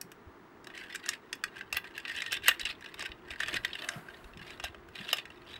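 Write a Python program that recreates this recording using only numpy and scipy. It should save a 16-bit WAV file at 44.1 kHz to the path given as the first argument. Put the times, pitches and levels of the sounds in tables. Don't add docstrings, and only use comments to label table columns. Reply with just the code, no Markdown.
import sys
import numpy as np
from scipy import signal
from scipy.fft import rfft, irfft, next_fast_len
from scipy.io import wavfile
from scipy.ndimage import uniform_filter1d, map_coordinates

SR = 44100
rng = np.random.default_rng(int(sys.argv[2]) if len(sys.argv) > 2 else 0)


def store_wav(level_fs):
    pcm = np.round(np.clip(np.atleast_2d(level_fs), -1, 1) * 32767)
    wavfile.write(sys.argv[1], SR, pcm.T.astype(np.int16))


N = 246519


def amp(db):
    return 10 ** (np.asarray(db) / 20)


def unit(x):
    return x / np.sqrt(np.mean(x ** 2) + 1e-20)


def along(points, hz):
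    point_hz, values = np.transpose(points)
    return np.interp(np.log(hz + 1), np.log(point_hz + 1), values)


def curve(rows):
    return np.interp(np.arange(N) / SR, *np.transpose(rows))


def wobble(rate):
    knots = rng.standard_normal(int(N * rate / SR) + 4)
    return map_coordinates(knots, [np.arange(N) * rate / SR])


def add(track, s, sound):
    part = track[max(0, round(s * SR)):][:len(sound)]
    part += sound[:len(part)]


def coloured(x, spectrum):
    m = 2 * next_fast_len(len(x))
    level_db = along(spectrum, np.fft.rfftfreq(m, 1 / SR))
    cepstrum = irfft(np.log(amp(level_db)), m)
    cepstrum[1:m // 2] *= 2
    cepstrum[m // 2 + 1:] = 0
    return irfft(rfft(x, m) * np.exp(rfft(cepstrum)), m)[:len(x)]


def band(x, edges_hz, order=3):
    return signal.sosfilt(signal.butter(order, edges_hz, "bandpass", fs=SR, output="sos"), x)


def resonance(x, hz, q):
    return signal.lfilter(*signal.iirpeak(hz, q, fs=SR), x)


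def ring(t, hz, t60):
    return np.sin(2 * np.pi * hz * t) * amp(-60 * t / t60)


def stroke(start, length, attack, release):
    t = np.arange(N) / SR
    before = np.maximum(start - t, 0)
    after = np.maximum(t - start - length, 0)
    return amp(-20 * (before / attack + after / release))


# pitch_hz, level_db (rms)
TONES = [(350, -73), (15671, -82.5)]


def hum_and_whine():
    t = np.arange(N) / SR
    return sum(amp(db) * unit(np.sin(2 * np.pi * hz * t)) for hz, db in TONES)


# (per Hz, relative)
AIR_COLOUR = [(15, -22.5), (25, -44), (90, -24), (125, -12.5), (237, -9), (309, -7.5), (354, -2.5),
              (588, -18.5), (637, -12), (691, -17.5), (952, -12.5), (1240, -14), (2020, -20.5),
              (2370, -26.5), (15000, -53.5)]


def air(level_db=-55.5):
    return amp(level_db) * unit(coloured(rng.standard_normal(N), AIR_COLOUR))


# time_s, level_db (before its lumps)
HAND_RUMBLE = [(0, -72.5), (1.4, -72), (2.2, -68), (2.5, -62.5), (2.9, -68), (3.6, -57.5), (3.85, -71),
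               (4.4, -61), (5.1, -66), (5.59, -63)]


def rumble(lows_hz=(28, 110), lumps_db=3.0, lump_rate=19):
    lows = unit(band(rng.standard_normal(N), lows_hz, order=2))
    return amp(curve(HAND_RUMBLE) + lumps_db * wobble(lump_rate)) * lows


# pitch_hz, level_db (relative), t60_s; each contact scatters pitch and level
SHELL_MODES = [(700, -7.5, 0.019), (950, -12, 0.0081), (1180, -14.5, 0.054), (1566, -5.5, 0.021),
               (1647, 0.5, 0.016), (1856, -6.5, 0.064), (1969, -4.5, 0.034), (2204, -6.5, 0.021),
               (2493, -4.5, 0.04), (2702, 2, 0.024), (2893, -4, 0.034), (3086, 0, 0.019),
               (3534, -2.5, 0.03), (3895, 0, 0.017), (4590, 2, 0.0059), (5170, -6, 0.033),
               (5510, -4.5, 0.017), (6400, -5.5, 0.013), (7640, -7, 0.018), (8080, -6.5, 0.0087),
               (12260, -1.5, 0.018), (14300, -12.5, 0.0052)]


def shell(t, scatter_db):
    answer = np.zeros(len(t))
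    for hz, db, t60 in SHELL_MODES:
        pitch_chance, level_chance, side = rng.standard_normal(3)
        shifted_hz = hz * (1 + .015 * pitch_chance)
        answer += np.sign(side) * amp(db + scatter_db * level_chance) * ring(t, shifted_hz, t60)
    return answer


KNOCK_HZ, SHELL_HZ, EDGE_HZ, TICK_HZ = (480, 1400), (1200, 4500), (4500, 9600), (10500, 15400)
PANEL_SWING = 0.13
LIGHT_CLICK_DB = -40
CLICK_SPAN_S = .01
CLICK_SAMPLES = SR // 10


def click(shell_db, panel_hz, knock_db, edge_db, tick_db, slip_t60=0.015, rise=0.00061,
          crack_db=-3, crack_t60=0.036, panel_db=-4, panel_t60=0.018, panel_q=1.0, treble_t60=0.18):
    t = np.arange(CLICK_SAMPLES) / SR
    onset = 1 - np.exp(-(t / rise) ** 2)
    slips = rng.standard_normal(len(t)) * onset * amp(-60 * t / slip_t60)
    body = signal.fftconvolve(slips, shell(t, scatter_db=2.5))[:len(t)]
    crack = rng.standard_normal(len(t)) * onset * amp(-60 * t / crack_t60)
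    blow = unit(body) + amp(crack_db) * unit(crack)
    near = unit(resonance(band(blow, SHELL_HZ, order=4), panel_hz, panel_q))
    swing_db = panel_db + PANEL_SWING * (shell_db - LIGHT_CLICK_DB)
    panel = amp(swing_db) * unit(onset * ring(t, panel_hz, panel_t60))
    sound = unit(near + np.sign(near @ panel) * panel)
    bright = blow * amp(-60 * t / treble_t60)
    for source, edges_hz, db in ((blow, KNOCK_HZ, knock_db), (bright, EDGE_HZ, edge_db), (bright, TICK_HZ, tick_db)):
        sound = sound + amp(db) * unit(band(source, edges_hz, order=4))
    return amp(shell_db) * sound * np.sqrt(CLICK_SPAN_S / t[-1])


# start_s, shell_db (over 10 ms, before the trim), panel_hz,
# knock_db, edge_db, tick_db (these three against the shell)
JOINT_CLICKS = [(0.0124, -50.5, 1716, -21, 10, 5), (0.1164, -51.5, 1690, -9, -5, -8.5),
                (0.643, -56, 1610, -10, -1, -21), (0.6695, -45.5, 1740, -8, -9.5, -19),
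                (0.7, -48, 1570, -6, -23, -40), (0.776, -42.5, 2180, -28, -9.5, -38),
                (0.948, -36.5, 1570, -34, -12, -18), (0.956, -38.5, 1850, -31, -3.5, -24),
                (1.0598, -41, 1720, -10.5, -4, -33), (1.083, -39.5, 1760, -12, -20, -20.5),
                (1.0892, -30.5, 1810, -21, 1.5, -16), (1.132, -40, 1850, -25, -14, -35),
                (1.3279, -34, 1835, -30, -5, -25), (1.352, -57, 1710, -11, -5, -5),
                (1.4378, -28.5, 1640, -24, -9, -23.5), (1.5478, -55, 1750, -20, -30, -35),
                (1.5667, -44, 1620, -15, -18, -39), (1.6092, -37.5, 1630, -29, -25, -40),
                (1.726, -30.5, 2565, -13, -8, -18), (1.744, -49.5, 2530, -0.5, 1, -21),
                (1.7683, -28, 2640, -16.5, -16.5, -10), (1.8415, -45, 1760, -7.5, -22, -30),
                (1.978, -36, 1680, -38, -15, -19.5), (2.051, -36, 2540, -26, -27, -42),
                (2.0796, -40.5, 2660, -32, -13, -26), (2.1621, -42, 2900, -30, -6.5, -36),
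                (2.2194, -32.5, 2100, -27, -11.5, -40), (2.262, -35.5, 2755, -30, -16, -39),
                (2.3208, -36.5, 1560, -13, 0, -40), (2.327, -34.5, 3100, -16, -7, -8),
                (2.34, -36.5, 3070, -23, -7, -26.5), (2.4417, -50, 2380, -20, -7, -14),
                (2.4812, -18, 1925, -19, -9, -10), (2.483, -23, 1394, -11.5, -11, -9.5),
                (2.489, -20, 2810, -46, -22, -34), (2.595, -40, 2070, -36, -2, -34.5),
                (2.612, -37, 3880, -35, -16, -18), (2.6519, -30, 2814, -43, -11.5, -35),
                (2.668, -35, 2740, -18, -19, -34), (2.703, -45, 3100, -27, -20, -39),
                (2.808, -53, 1760, -23, -8, -20), (2.8595, -43, 2850, -12.5, -19, -36),
                (2.9409, -45, 2610, -9, -11, -16), (2.993, -42.5, 1840, -8, -4, -22),
                (3.023, -42.5, 2070, -1, -3, -23.5), (3.05, -43.5, 1900, -34, -17, -43),
                (3.117, -42.5, 2810, -33, -29, -38), (3.3051, -39, 2790, -13, -15, -40),
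                (3.4024, -29, 1777, -16, -14, -30.5), (3.4322, -33, 1695, -38, -19, -29),
                (3.482, -34, 1806, -11.5, -10, -28), (3.5403, -33, 3000, -14, -9.5, -30),
                (3.6475, -26.5, 1938, -21, -16.5, -26), (3.7308, -36.5, 3300, -22, -27, -39),
                (3.82, -41, 3080, -10, -16, -31), (3.8442, -41, 2650, -7.5, -17, -18.5),
                (3.8871, -31.5, 2020, -12, -5, -30), (4.085, -42.5, 1535, -37, -26, -39),
                (4.1425, -52, 3180, -5, -29, -32), (4.242, -55, 3780, -15, -11, -19),
                (4.334, -54, 2660, -9, -31, -37), (4.372, -50.5, 2520, -29, -9.5, -27),
                (4.414, -47, 1657, -13, -22, -26), (4.504, -48, 2490, -9, -7.5, -30),
                (4.598, -41.5, 2810, -4, -12.5, -37), (4.6384, -39, 2900, 0.5, -4, -22),
                (4.643, -40.5, 2800, -13, -9, -12), (4.7447, -49.5, 1560, -3.5, -20, -37),
                (4.886, -55.5, 1470, -16, -12, -19), (4.987, -42, 2930, -19, -32, -37),
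                (5.089, -36, 2920, -14, -16.5, -26), (5.129, -23, 2920, -11.5, -10, -15),
                (5.169, -41, 3300, -20, -8, -16.5), (5.184, -36.5, 2650, -13, -17, -32),
                (5.2536, -45, 1920, -16, -16, -31), (5.302, -49, 2770, -7, -17, -33)]


def clicks(trim_db=-1.0):
    track = np.zeros(N)
    for start, *contact in JOINT_CLICKS:
        add(track, start, click(*contact))
    return amp(trim_db) * track


# frequency_hz, t60_s (of the tail without its early boost)
ROOM_DECAY = [(300, 0.62), (2000, 0.2), (6000, 0.14), (14000, 0.19)]


def room(x, delay=0.0065, early_gain=1.2, early_life=0.041, treble_db=-2.5):
    hz, t, cells = signal.stft(rng.standard_normal(SR // 3), SR, nperseg=256)
    early = 1 + early_gain * np.exp(-t / early_life)
    dull = amp(along([(3000, 0), (8000, treble_db)], hz))[:, None]
    decay = amp(-60 * t / along(ROOM_DECAY, hz)[:, None])
    tail = signal.istft(cells * dull * early * decay, SR, nperseg=256)[1]
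    delayed = np.pad(x, (round(delay * SR), 0))
    return signal.fftconvolve(delayed, tail / np.linalg.norm(tail))[:N]


# start_s, level_db (peak of the pulse envelope), pitch_hz (it wavers)
HAND_BUMPS = [(0.04, -48, 162), (0.264, -45, 74), (1.737, -47, 64), (2.501, -56, 58), (2.627, -45, 48.3),
              (3.095, -45, 55), (3.306, -45, 61), (3.526, -39.5, 376), (3.535, -44, 170),
              (3.957, -37.5, 173), (4.245, -47, 44), (4.357, -45, 179), (4.406, -46, 144), (4.634, -42, 75),
              (4.69, -47, 62), (4.997, -43, 177)]


def bumps(swell=0.011):
    t = np.arange(SR // 6) / SR
    push = (t / swell) ** 2 * np.exp(2 * (1 - t / swell))
    track = np.zeros(N)
    for start, db, hz in HAND_BUMPS:
        waver = 1 + 0.21 * unit(uniform_filter1d(rng.standard_normal(len(t)), size=300))
        add(track, start, amp(db) * push * np.sin(2 * np.pi * hz * np.cumsum(waver) / SR))
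    return track


# start_s, length_s, level_db (of the force),
# upper_db (upper against lower modes; small stiff parts favour the upper ones)
PART_PUSHES = [(0.76, 0.082, -42.5, -6), (0.858, 0.046, -56, -11.5), (0.931, 0.016, -37, 0.5),
               (1.042, .1, -45, -4.5), (1.552, 0.043, -56, -15), (1.752, 0.023, -39.5, -11),
               (1.846, 0.064, -52.5, -10.5), (1.961, 0.034, -42, 1.5), (2.064, 0.21, -41, -1),
               (2.321, 0.043, -34, 8.5), (2.45, 0.072, -34, -3), (2.605, 0.11, -37.5, 8),
               (2.822, 0.1, -52.5, -7), (2.998, 0.059, -38, 2), (3.296, 0.067, -43, -6.5),
               (3.408, .16, -36.5, -2), (3.651, 0.3, -46, 2), (4.095, 0.093, -62, 3.5),
               (4.43, 0.1, -50.5, 0.5), (4.638, 0.032, -42.5, 0), (4.967, 0.024, -43, 4),
               (5.036, .16, -43.5, 5.5), (5.329, 0.068, -62, 5), (5.47, 0.39, -51, 7.5)]
PUSH_ATTACK_S, PUSH_RELEASE_S = 0.031, 0.03
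GRIP_DB = -66.5
GRIP_START_S, GRIP_END_S = .65, 5.59


def pushing():
    pushes = np.array([amp(db) * stroke(start, length, PUSH_ATTACK_S, PUSH_RELEASE_S)
                       for start, length, db, _ in PART_PUSHES])
    grip = amp(GRIP_DB) * stroke(GRIP_START_S, GRIP_END_S - GRIP_START_S, PUSH_ATTACK_S, PUSH_RELEASE_S)
    force = pushes.sum(axis=0) + grip
    upper_db = np.array(PART_PUSHES)[:, -1] @ pushes / force
    return force, amp(upper_db)


# (per Hz, relative)
GRIT_COLOUR = [(200, -60), (600, -9), (1100, -15), (1500, -1), (1800, 7), (2250, 1.5), (2850, 6.5),
               (3600, -3.5), (4600, -6.5), (6500, -19), (8000, -13.5), (10000, -21.5), (12500, -19.5),
               (16000, -47.5)]
GRIP_SAMPLES = SR // 30


def scrape(clump_db=6.0, clump_rate=130, catch_rate=110, catch_db=9.5, catch_t60=0.019,
           grit_db=-2.5, trim_db=-1.5):
    t = np.arange(GRIP_SAMPLES) / SR
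    ridges = np.cumsum(catch_rate * amp(5.9 * wobble(110))) / SR
    catches = np.diff(np.floor(ridges), prepend=0) * rng.uniform(0.31, 1, N)
    spurts = amp(catch_db) * signal.fftconvolve(catches, amp(-60 * t / catch_t60))[:N]
    grains = rng.standard_normal(N) * amp(clump_db * wobble(clump_rate)) * (.5 + spurts)
    rung = np.zeros(N)
    for start in range(0, N, len(t)):
        answer = unit(shell(t, scatter_db=5.0))
        add(rung, start / SR, signal.fftconvolve(grains[start:start + len(t)], answer))
    force, upper = pushing()
    low_modes = unit(band(rung, (1550, 2100), order=2))
    high_modes = unit(band(rung, (2400, 4400), order=2))
    modes = (low_modes + upper * high_modes) / np.hypot(1, upper)
    grit = amp(grit_db) * unit(coloured(grains, GRIT_COLOUR))
    return amp(trim_db) * force * unit(modes + grit)


def rattle(count=330, size=14, level_db=-8.5, spread_db=4, panels_hz=(1650, 3500), middle_hz=2450,
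           stiffening=.35, scatter=.2):
    force, upper = pushing()
    pitches = np.geomspace(*panels_hz, size)
    taps = [click(level_db, hz, knock_db=-15.5, edge_db=-20, tick_db=-36, slip_t60=0.0055,
                  rise=0.00033, crack_t60=0.01, panel_t60=0.012) for hz in pitches]
    track = np.zeros(N)
    for when, strength, part in rng.uniform(0, 1, (count, 3)):
        at = int(when * N)
        hz = middle_hz * upper[at] ** stiffening * (1 + scatter * (2 * part - 1))
        tap = taps[np.argmin(abs(pitches - hz))]
        add(track, at / SR, force[at] * amp(spread_db * (2 * strength - 1.5)) * tap)
    return track


# start_s, length_s, level_db (before the flutter)
FINGER_SLIDES = [(3.51, 0.037, -50.5), (3.835, 0.14, -50), (4.018, 0.26, -60), (4.449, 0.1, -60.5),
                 (4.987, .08, -58), (5.482, .09, -66)]
SLIDE_ATTACK_S, SLIDE_RELEASE_S = 0.092, 0.16
# (per Hz, relative)
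SWISH_COLOUR = [(100, -9.5), (350, -18), (500, -2.5), (680, 9.5), (850, -5.5), (1400, 6), (2200, -6),
                (4000, -15), (6000, -21.5), (8000, -17), (13000, -18.5), (16000, -26)]


def swish(flutter_db=0.3, flutter_rate=76):
    strokes = [amp(db) * stroke(start, length, SLIDE_ATTACK_S, SLIDE_RELEASE_S)
               for start, length, db in FINGER_SLIDES]
    sliding = np.max(strokes, axis=0)
    return sliding * amp(flutter_db * wobble(flutter_rate)) * unit(coloured(rng.standard_normal(N), SWISH_COLOUR))


def scene(room_db=-16.0):
    toy = rumble() + clicks() + bumps() + scrape() + rattle() + swish()
    return (toy + amp(room_db) * room(toy) + hum_and_whine() + air())[None]


TOP_HZ = 16000


def record(dry):
    m = next_fast_len(N + SR // 4)
    kept = np.fft.rfftfreq(m, 1 / SR) < TOP_HZ
    return irfft(rfft(dry, m) * kept, m)[..., :N]


dry = scene()
out = record(dry)
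store_wav(out)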